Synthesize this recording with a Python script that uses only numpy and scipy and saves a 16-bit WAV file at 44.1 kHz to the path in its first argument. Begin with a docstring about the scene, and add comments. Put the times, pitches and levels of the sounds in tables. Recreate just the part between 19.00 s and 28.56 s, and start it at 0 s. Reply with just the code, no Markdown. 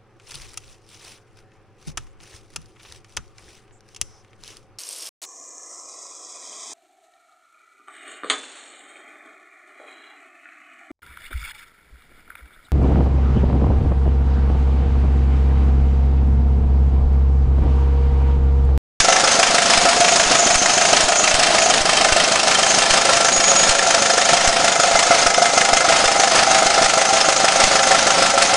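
"""A small model steam engine runs close by in a small hard room, four exhaust beats to each crank turn.
Each beat is a valve pop, a chuff of steam noise that rings the chimney modes, and a clack of contact
noise that rings the rods. A slower geared part thuds; a thin sine whistle sounds three times; a leak
sputters as two noise peaks over a bed of shaped hiss. One microphone moves past, so the chimney's
tone shifts and the sparse room echoes change; both channels carry the same mono sound."""
import sys
import numpy as np
from scipy import signal
from scipy.fft import rfft, irfft
from scipy.io import wavfile
from scipy.ndimage import uniform_filter1d

SR = 44100
rng = np.random.default_rng(int(sys.argv[2]) if len(sys.argv) > 2 else 0)


def materialize(psi):
    """Save the field psi as 16-bit PCM at rate SR to the path in sys.argv[1].

    A 1-D psi becomes a single channel; in a 2-D psi each row is a channel.
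    """
    bounded = np.clip(np.atleast_2d(psi).T, -1, 1)
    quanta = np.round(bounded * 32767).astype(np.int16)
    wavfile.write(sys.argv[1], SR, quanta)


N = 421596
T = np.arange(N) / SR

# valve openings in one turn: place [share of the turn], sign, pop_db, chuff_db, chuff_growth [dB per s],
# clack_delay_s, clack_db, clack_weight_db (added below 4 kHz), rod_ring_db
VALVE_OPENINGS = [(.17, 1, -24.5, -11.5, -0.01, 0.008, -9.5, -29, 1),
                  (.433, 0.72, -14.5, -9.5, 0.04, 0.0082, -5.5, -16, 4.5),
                  (.683, -0.7, -25.5, -12.5, -0.08, 0.0068, -8, 5.5, -2),
                  (.922, 0.46, -18, -12.5, -0.37, 0.0072, -10, 0.5, 9.5)]
# chimney and smokebox modes: pitch_hz, width_hz, level_db, lift_share, tube_share (of the mouth curves)
CHIMNEY_MODES = [(447, 87, -18, -0.9, 0.2), (550, 80.6, -4.5, 0.6, 0), (605, 29, -11.5, -1.7, 0),
                 (683.3, 45.5, 4, -0.37, 1), (763, 46, -3.5, 1.5, 0), (869, 14, -15, 1.5, 0),
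                 (1271, 33, -24, -3, 0), (1333, 108, -5.5, 0.77, 0.26), (2065, 62, -23, 6, 1)]
# chimney mouth as the microphone moves past: time_s, lift_db (from facing the open mouth), tube_tone_db
MOUTH_PASS = [(0, 3.5, -4.5), (1, -3.5, -2.5), (2.5, -5.5, 0), (3.7, -4, -3), (4.5, 1.5, -7),
              (5.5, 1.5, -1.5), (6.5, 2.5, 1.5), (7.5, 2, 3.5), (8.6, 2, -0.5), (9.56, 3, -1.5)]
# beats that stand out: time_s, extra_chuff_db, extra_clack_db
BEAT_ACCENTS = [(.239, 3.5, 0), (.431, -6, 5), (.737, -2, 2.5), (.852, 5.5, -0.5), (1.011, 0, 2),
                (1.046, 3, 2.5), (1.084, 4, 2), (1.12, 1, 2), (1.933, 3.5, 1.5), (1.966, -14, 1),
                (2.432, -4, 2), (2.551, 3.5, -3), (2.895, -3, 1.5), (2.973, -2, 4.5), (3.05, 4, 1),
                (3.168, 5, -1.5), (3.358, -3, 0.5), (3.473, 2, -1), (3.554, 1, 2), (3.82, 3, 2),
                (4.054, 4, 3.5), (4.094, 3.5, 1.5), (4.209, 3, 3), (4.518, 4, -1), (4.867, 2, -3),
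                (4.947, 1.5, 2), (5.292, 3.5, -3), (5.96, 3, -3), (6.115, 2, -1.5), (6.389, 4, 0),
                (6.885, 1, 1), (7.162, 1, -2), (7.318, -1, 0), (7.779, 4.5, 0), (8.017, 3, -2),
                (8.25, 2, -1), (8.717, 5, 0), (9.027, 5, -2), (9.184, 2, 0)]
# modes of the rods and frame: pitch_hz, level_db, t60_s, lift_share
ROD_MODES = [(1734, -12.5, 0.022, 0.38), (2470, -29, .03, 0.72), (2700, -19.5, 0.02, -1.6),
             (3140, -15, 0.04, -1.2), (3555, -18.5, 0.054, 0.68), (4250, -32, 0.068, -.5),
             (5120, -10.5, 0.024, 0.041), (5600, -15, .015, 0.76)]
# colour of the clack rattle: frequency_hz, level_db (per Hz)
CLACK_COLOUR = [(300, -8.5), (900, -4.5), (2300, -3.5), (3500, -8), (5000, -5.5), (8000, -8.5),
                (10000, -17), (10800, -51.5)]
# knocks of the geared part, about every five turns, often with a softer return: time_s, thud_db, clack_db
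GEAR_THUDS = [(0.001, -18, 0.5), (0.487, -28, -14), (0.775, -21, -13), (1.26, -23, -15), (1.554, -18, -6),
              (2.038, -19, -27), (2.34, -16.5, -4.5), (2.808, -19, -20), (3.122, -17, -5.5),
              (3.593, -43, -18), (3.906, -20, -3.5), (4.377, -25, -17), (4.693, -17, -2.5),
              (5.475, -14, -3), (5.943, -26, -15), (6.265, -21, -21), (6.731, -22, -40), (7.056, -22, -5.5),
              (7.657, -27, -22), (7.843, -24, -7), (8.638, -17, -14), (9.422, -29, -4.5)]
# the three whistles: start_s, length_s, start_db, end_db
WHISTLES = [(4.322, .084, -16, -19), (4.419, 0.108, -22, -13), (4.56, 0.17, -13, -32)]
# strength of the steam leak: time_s, level_db
LEAK_LEVEL = [(0, -24), (.8, -26), (1, -21), (1.5, -22), (2.3, -22), (2.37, -37), (2.5, -28), (2.7, -21),
              (2.78, -31), (3.4, -31), (3.7, -19.5), (3.9, -31), (4.3, -23), (4.7, -22), (5.2, -26),
              (6, -26), (9.56, -25.5)]
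# colour of the hiss: frequency_hz, level_db (per Hz)
HISS_COLOUR = [(20, -4), (100, -13.5), (190, 0.5), (380, -4.5), (700, 4), (1300, -1), (2500, -1.5),
               (5300, -2), (7000, -15.5), (7800, -8.5), (10200, -15), (10700, -37)]

# the crank starts a little fast and eases down toward its settled speed
START_TURNS, SETTLED_TURNS_PER_S, EXTRA_TURNS_PER_S, SETTLE_S = -.0858, 6.4123, .1164, 10.84
VALVE_JITTER_S = .0006
CHUFF_SPREAD_DB, CLACK_SPREAD_DB = 1.1, 0.6  # beat-to-beat chance
FRONT_SCATTER_S, FRONT_SCATTER_DB = .00035, 1.2  # the blast reaches each mode unevenly
WHISTLE_HZ, WHISTLE_EDGE_S = 6718.4, 0.0092
HISS_DB = -21
ROOM_CHANGE_S, ROOM_BASS_HZ = 2.5, 600
DIP_DB, DIP_AT_DB, DIP_S = -5.5, -13.5, 0.031  # dip depth for a thud of DIP_AT_DB, recovery
EDGE_HZ = 10900  # upper band limit


def gain_of(db):
    """Decibels to amplitude."""
    return 10 ** (np.asarray(db) / 20)


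def evened(x):
    """Scales x to rms 1."""
    return x / np.sqrt(np.mean(x ** 2) + 1e-20)


def curve(rows):
    """Joins (time_s, value, ..) rows by straight lines, one curve a column."""
    s, *columns = np.transpose(rows)
    return np.squeeze([np.interp(T, s, column) for column in columns])


def coloured(x, points):
    """Shapes the spectrum of x by (frequency_hz, level_db) points joined on a log frequency scale."""
    point_hz, point_db = np.transpose(points)
    hz = np.fft.rfftfreq(len(x), 1 / SR)
    db = np.interp(np.log(hz + 1), np.log(point_hz + 1), point_db)
    return irfft(rfft(x) * gain_of(db), len(x))


def resonate(x, hz, width):
    """One decaying resonance with a peak gain of about 1."""
    r = np.exp(-np.pi * width / SR)
    return 2 * signal.lfilter([1 - r], [1, -r * np.exp(2j * np.pi * hz / SR)], x).real


def train(s, size):
    """Single samples of the given sizes at the given times."""
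    places = np.clip(np.round(s * SR).astype(int), 0, N - 1)
    return np.bincount(places, size, N)


def swelling(s, db, rise, fall):
    """A rounded rise and a fall of peak db, starting at each time."""
    t = T[:round(7 * (rise + fall) * SR)]
    shape = (1 - np.exp(-(t / rise) ** 2)) * np.exp(-t / fall)
    return signal.oaconvolve(train(s, gain_of(db)), shape / shape.max())[:N]


def wander(smooth_s):
    """Smoothed chance of rms 1."""
    size = round(smooth_s * SR)
    once = uniform_filter1d(rng.standard_normal(N), size)
    return evened(uniform_filter1d(once, size))


def valve_times():
    """Times at which the slowing crank opens a valve, a little uneven, and which valve it is."""
    speed = SETTLED_TURNS_PER_S + EXTRA_TURNS_PER_S * (1 - T / SETTLE_S) ** 2
    turns = START_TURNS + np.cumsum(speed) / SR
    beat = np.arange(4 * int(turns[-1] + 1))
    angle = beat // 4 + np.array(VALVE_OPENINGS)[beat % 4, 0]
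    reached = angle < turns[-1]
    beat, angle = beat[reached], angle[reached]
    s = np.interp(angle, turns, T) + VALVE_JITTER_S * rng.standard_normal(len(beat))
    return s, beat % 4


def accents(s):
    """Extra chuff and clack dB for beats at times s; most have none."""
    at, *extra_db = np.transpose(BEAT_ACCENTS)
    nearest = abs(at[:, None] - s).argmin(axis=1)
    return [np.bincount(nearest, db, len(s)) for db in extra_db]


def exhaust():
    """The pop of each valve, then the blast front and the rush of steam after it ring the chimney."""
    s, valve = valve_times()
    sign, pop_db, chuff_db, growth_db = np.array(VALVE_OPENINGS)[valve, 1:5].T
    chuff_db = chuff_db + growth_db * s + accents(s)[0]
    chuff_db = chuff_db + CHUFF_SPREAD_DB * rng.standard_normal(len(s))

    t = T[:600]
    push = np.sin(2 * np.pi * 270 * t) * np.exp(-((t - .002) / 0.0016) ** 2)
    pop_db = pop_db + 2.5 * rng.standard_normal(len(s))
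    pops = signal.oaconvolve(train(s, sign * gain_of(pop_db)), push)[:N]

    rush = swelling(s + 0.0023, chuff_db - 6.5, rise=0.0028, fall=0.024)
    steam = (rush + gain_of(-28)) * rng.standard_normal(N)  # a little steam flows all the time
    lift_db, tube_db = curve(MOUTH_PASS)
    rung = np.zeros(N)
    scatter = rng.standard_normal((len(s), 2, len(CHIMNEY_MODES))).T
    for (hz, width, db, lift, tube), (late, luck) in zip(CHIMNEY_MODES, scatter):
        front_s = s + 0.00494 + FRONT_SCATTER_S * late
        front = train(front_s, gain_of(chuff_db + 24 + FRONT_SCATTER_DB * luck))
        mode = resonate(resonate(front + steam, hz, width), hz, 3.58 * width)
        rung += gain_of(db + lift * lift_db + tube * tube_db) * mode
    return pops + gain_of(16.5) * rung


def blows():
    """Time, level, weight and ring of every clack: one after each valve, one with each thud."""
    s, valve = valve_times()
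    later, db, weight_db, ring_db = np.array(VALVE_OPENINGS)[valve, 5:].T
    db = db + accents(s + later)[1] + CLACK_SPREAD_DB * rng.standard_normal(len(s))
    thud_s, _, thud_clack_db = np.transpose(GEAR_THUDS)
    none = 0 * thud_s
    all_s = np.r_[s + later, thud_s + .003]
    return all_s, np.r_[db, thud_clack_db], np.r_[weight_db, none - 2.5], np.r_[ring_db, none]


def clacks():
    """Slack in the rods closes in a short rattle of contacts; the metal rings on."""
    s, db, weight_db, ring_db = blows()
    spikiness_db = 3.3 * rng.exponential(1, N).clip(0, 4)
    contacts = evened(rng.standard_normal(N) * gain_of(spikiness_db))
    ticks = np.sort(rng.random(1500)) * N / SR  # small parts chatter at random times
    loose = swelling(s - .009, db - 13.0, rise=0.02, fall=0.0092)
    rattle, ring = np.zeros((2, N))
    lift_db = curve(MOUTH_PASS)[0]

    for hz in np.geomspace(1300, 9500, num=11):
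        # each blow has its own colour, and its weight acts below 4 kHz
        tint_db = 2.7 * rng.standard_normal(len(s)) + weight_db * (hz < 4000)
        sharp_s = s - .003 + 0.002 * rng.standard_normal(len(s))
        sharp = swelling(sharp_s, db + tint_db, rise=0.0027, fall=0.0031)
        tick_db = -23 + 1.5 * rng.standard_normal(len(ticks))
        chatter = swelling(ticks, tick_db, rise=0.0024, fall=0.0017)
        rattle += resonate(contacts * (sharp + loose + chatter), hz, 0.22 * hz)

    scatter = rng.standard_normal((len(s), len(ROD_MODES))).T
    for (hz, mode_db, t60, lift), luck in zip(ROD_MODES, scatter):
        blow_db = db + ring_db + mode_db + 2.6 * luck  # each blow lands elsewhere
        blow = contacts * swelling(s + 0.0026, blow_db, rise=0.0012, fall=0.0029)
        struck = blow + gain_of(mode_db) * contacts * loose
        width = np.log(1000) / np.pi / t60
        ring += resonate(struck, hz, width) * np.sqrt(t60) * gain_of(lift * lift_db)
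    return gain_of(-4) * coloured(rattle, CLACK_COLOUR) + gain_of(27.0) * ring


def thuds():
    """A sudden push of pressure that sags back; no steady pressure is left."""
    s, db, _ = np.transpose(GEAR_THUDS)
    push = swelling(s, db, rise=0.0019, fall=0.016)
    return push - uniform_filter1d(push, SR // 4)


def dips():
    """A gain that sinks just after each thud, deeper for louder thuds, and comes back."""
    s, db, _ = np.transpose(GEAR_THUDS)
    depth = swelling(s + 0.0035, db - DIP_AT_DB, rise=0.0023, fall=DIP_S)
    return gain_of(DIP_DB * depth)


def whistle():
    """A thin sine of steady pitch with soft ends, its level sliding through each sounding."""
    level = np.zeros(N)
    for s, length, start_db, end_db in WHISTLES:
        ends = np.clip(np.minimum(T - s, s + length - T) / WHISTLE_EDGE_S, 0, 1)
        level += ends * gain_of(np.interp(T, [s, s + length], [start_db, end_db]))
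    return np.sqrt(2) * level * np.sin(2 * np.pi * WHISTLE_HZ * T)  # the table holds rms levels


def leak():
    """A jet of steam with two broad peaks sputters, each peak in its own bursts."""
    jet = rng.standard_normal(N)
    high = resonate(resonate(jet, 6700, 670), 6700, 670) * gain_of(2.7 * wander(0.028))
    low = resonate(resonate(jet, 6290, 540), 6290, 540) * gain_of(3.1 * wander(0.032))
    sputter_db = 2.2 * wander(.01)
    return evened(high + low) * gain_of(curve(LEAK_LEVEL) + sputter_db)


def hiss():
    """Steam and bearings hiss all along: shaped noise whose level wavers a little."""
    bed = evened(coloured(rng.standard_normal(N), HISS_COLOUR))
    return bed * gain_of(HISS_DB + 2.13 * wander(0.061))


def room(x, t60):
    """Sparse taps of random sign that die away; the pattern changes slowly as the microphone moves."""
    t, wet = T[:SR // 5], np.zeros(N)
    for k in range(3):
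        taps = rng.choice([-1., 1.], len(t)) * (rng.random(len(t)) < .05)
        taps = taps * (t > .004) * gain_of(-60 * t / t60)
        share = np.sqrt(2 / 3) * np.cos(np.pi * (T / ROOM_CHANGE_S + k / 3))  # total power stays even
        wet += signal.oaconvolve(x * share, taps / np.linalg.norm(taps))[:N]
    return wet - uniform_filter1d(wet, round(SR / ROOM_BASS_HZ))  # the bass hardly lingers


def scene():
    """The engine in its room with hiss, leak and whistle, all dipping after the thuds laid on top."""
    engine = exhaust() + clacks()
    echoes = gain_of(-8) * room(engine, t60=0.1)
    mono = (engine + echoes + hiss() + leak() + whistle()) * dips() + thuds()
    return np.array([mono, mono])


def record(dry):
    """The loudest peaks clip softly; then the band limit."""
    clipped = .97 * dry / (1 + abs(dry) ** 6) ** (1 / 6)
    lowpass = signal.firwin(511, EDGE_HZ, window=("kaiser", 9), fs=SR)
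    return signal.oaconvolve(clipped, lowpass[None], "same")


dry = scene()
out = record(dry)
materialize(out)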